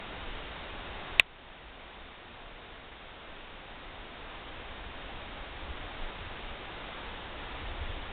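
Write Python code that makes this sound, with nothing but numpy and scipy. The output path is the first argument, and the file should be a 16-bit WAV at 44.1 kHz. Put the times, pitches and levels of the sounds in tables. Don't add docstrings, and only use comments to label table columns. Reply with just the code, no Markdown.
import sys
import numpy as np
from scipy import signal
from scipy.fft import rfft, irfft, next_fast_len
from scipy.io import wavfile
from scipy.ndimage import minimum_filter1d

SR = 44100
rng = np.random.default_rng(int(sys.argv[2]) if len(sys.argv) > 2 else 0)


def wav_out(sig):
    wavfile.write(sys.argv[1], SR, np.round(np.clip(np.atleast_2d(sig).T, -1, 1) * 32767).astype(np.int16))


N = 358091
TIME = np.arange(N) / SR


def hiss(level_db=-38, waver_db=0.39):
    # (frequency [Hz], relative density [dB])
    spectrum = [(20, -2.5), (90, -2), (150, -2), (220, -2), (290, -0.6), (420, -1.3), (600, -0.74),
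                (800, 0), (1100, -2.2), (1600, -3.5), (2300, -5), (3200, -6), (4500, -6.5)]
    return from_db(level_db + waver_db * drift(rate_hz=5.5)) * noise(spectrum)


def case_click(onset_s=1.19647, gain_db=1.2, rise_cycles=3.61, tail_db=-25, tail_t60_s=.09):
    # (frequency [Hz], level [dB], t60 [s])
    modes = [(650, 15.5, 0.0058), (1076, -7, .014), (1640, 18, .0025), (1950, -4, .0175),
             (2533, 6.5, .0111), (2671, 5, .0091), (3570, -9, .018), (3813, 2, .008), (4133, -5.5, .017)]
    # (frequency [Hz], relative density [dB])
    tail_spectrum = [(200, -8), (700, -7), (1500, -2.5), (2800, -3.5), (5000, -6), (8000, -41)]
    age_s = np.maximum(TIME - onset_s, 0)
    ring = np.zeros(N)
    for hz, mode_db, t60_s in modes:
        swell = 1 - np.exp(-(hz * age_s / rise_cycles) ** 2)
        ring += swell * from_db(mode_db - 60 * age_s / t60_s) * np.sin(2 * np.pi * hz * age_s)
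    tail = (age_s > 0) * from_db(tail_db - 60 * age_s / tail_t60_s) * noise(tail_spectrum)
    return from_db(gain_db) * (ring + tail)


def buffets(half_width_cycles=1.08):
    # (time [s], peak level [dB], frequency [Hz])
    eddies = [(5.706, -34, 66), (5.843, -44, 80), (6.037, -30.5, 24), (6.222, -41, 95), (6.272, -39.5, 85),
              (7.599, -41.5, 100), (7.637, -36.5, 80), (7.708, -42, 68), (7.823, -37.5, 68),
              (7.903, -38.5, 85), (7.969, -40, 72)]
    rocking = np.zeros(N)
    for (crest_s, peak_db, hz), phase in zip(eddies, rng.random(len(eddies))):
        cycles = hz * (TIME - crest_s)
        envelope = from_db(peak_db) * np.exp(-(cycles / half_width_cycles) ** 2)
        rocking += envelope * np.cos(2 * np.pi * (cycles + phase))
    return rocking


def wind(breeze_db=-48.5, lumps_db=1.1):
    # (frequency [Hz], relative density [dB])
    spectrum = [(4, -14.5), (12, 0), (28, 0.5), (45, -3.5), (70, -5.5), (100, -15), (150, -29.5),
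                (300, -51.5), (1000, -93.5)]
    # (crest time [s], rise [dB], half width [s])
    gusts = [(0.3, 5, 0.15), (1.05, 3, 0.4), (5.45, 4, 1.15), (7.97, 8, 0.48)]
    gust_db = sum(rise_db * np.exp(-((TIME - crest_s) / half_s) ** 2)
                  for crest_s, rise_db, half_s in gusts)
    return from_db(breeze_db + gust_db + lumps_db * drift(rate_hz=12)) * noise(spectrum)


def from_db(db):
    return 10 ** (np.asarray(db) / 20)


def unit_rms(x):
    return x / np.sqrt(np.mean(x ** 2) + 1e-20)


def colour(x, spectrum):
    size = next_fast_len(N + 8192)
    hz, db = np.transpose(spectrum)
    bin_hz = np.fft.rfftfreq(size, 1 / SR)
    gain = from_db(np.interp(np.log(bin_hz + 1), np.log(hz + 1), db))
    return irfft(rfft(x, size) * gain, size)[..., :N]


def noise(spectrum):
    return unit_rms(colour(rng.standard_normal(N), spectrum))


def drift(rate_hz):
    knots = rng.standard_normal(1024)
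    return unit_rms(np.interp(TIME * rate_hz, np.arange(len(knots)), knots))


def release(db, tau_s):
    fade = np.exp(-TIME / tau_s)
    return np.maximum.accumulate(db / fade) * fade


def gain_control(x, threshold_db=-22, quick_share=.31, slow_share=.24, hold_s=2.38, attack_s=.01):
    over_db = np.maximum(20 * np.log10(abs(x).max(0) + 1e-9) - threshold_db, 0)
    half_hold = int(hold_s * SR / 2)
    held_db = -minimum_filter1d(-over_db, 2 * half_hold + 1, origin=half_hold, mode="constant")
    cut_db = quick_share * release(over_db, tau_s=.24) + slow_share * release(held_db, tau_s=1.1)
    pole = np.exp(-1 / (attack_s * SR))
    return x * from_db(-signal.lfilter([1 - pole], [1, -pole], cut_db))


def scene():
    return (hiss() + wind() + buffets() + case_click())[None]


def record(dry, full_scale=.72, cutoff_hz=16500):
    # (frequency [Hz], gain [dB])
    passband = [(3650, 0), (3800, -2.5), (3910, -10), (4010, -18.5), (4200, -16), (4400, -29), (4600, -55),
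                (4800, -100)]
    levelled = gain_control(colour(dry, passband))
    clipped = np.clip(levelled, -full_scale, full_scale)
    low_pass = signal.firwin(511, cutoff_hz, window=("kaiser", 9), fs=SR)
    return signal.oaconvolve(clipped, low_pass[None], "same")


dry = scene()
out = record(dry)
wav_out(out)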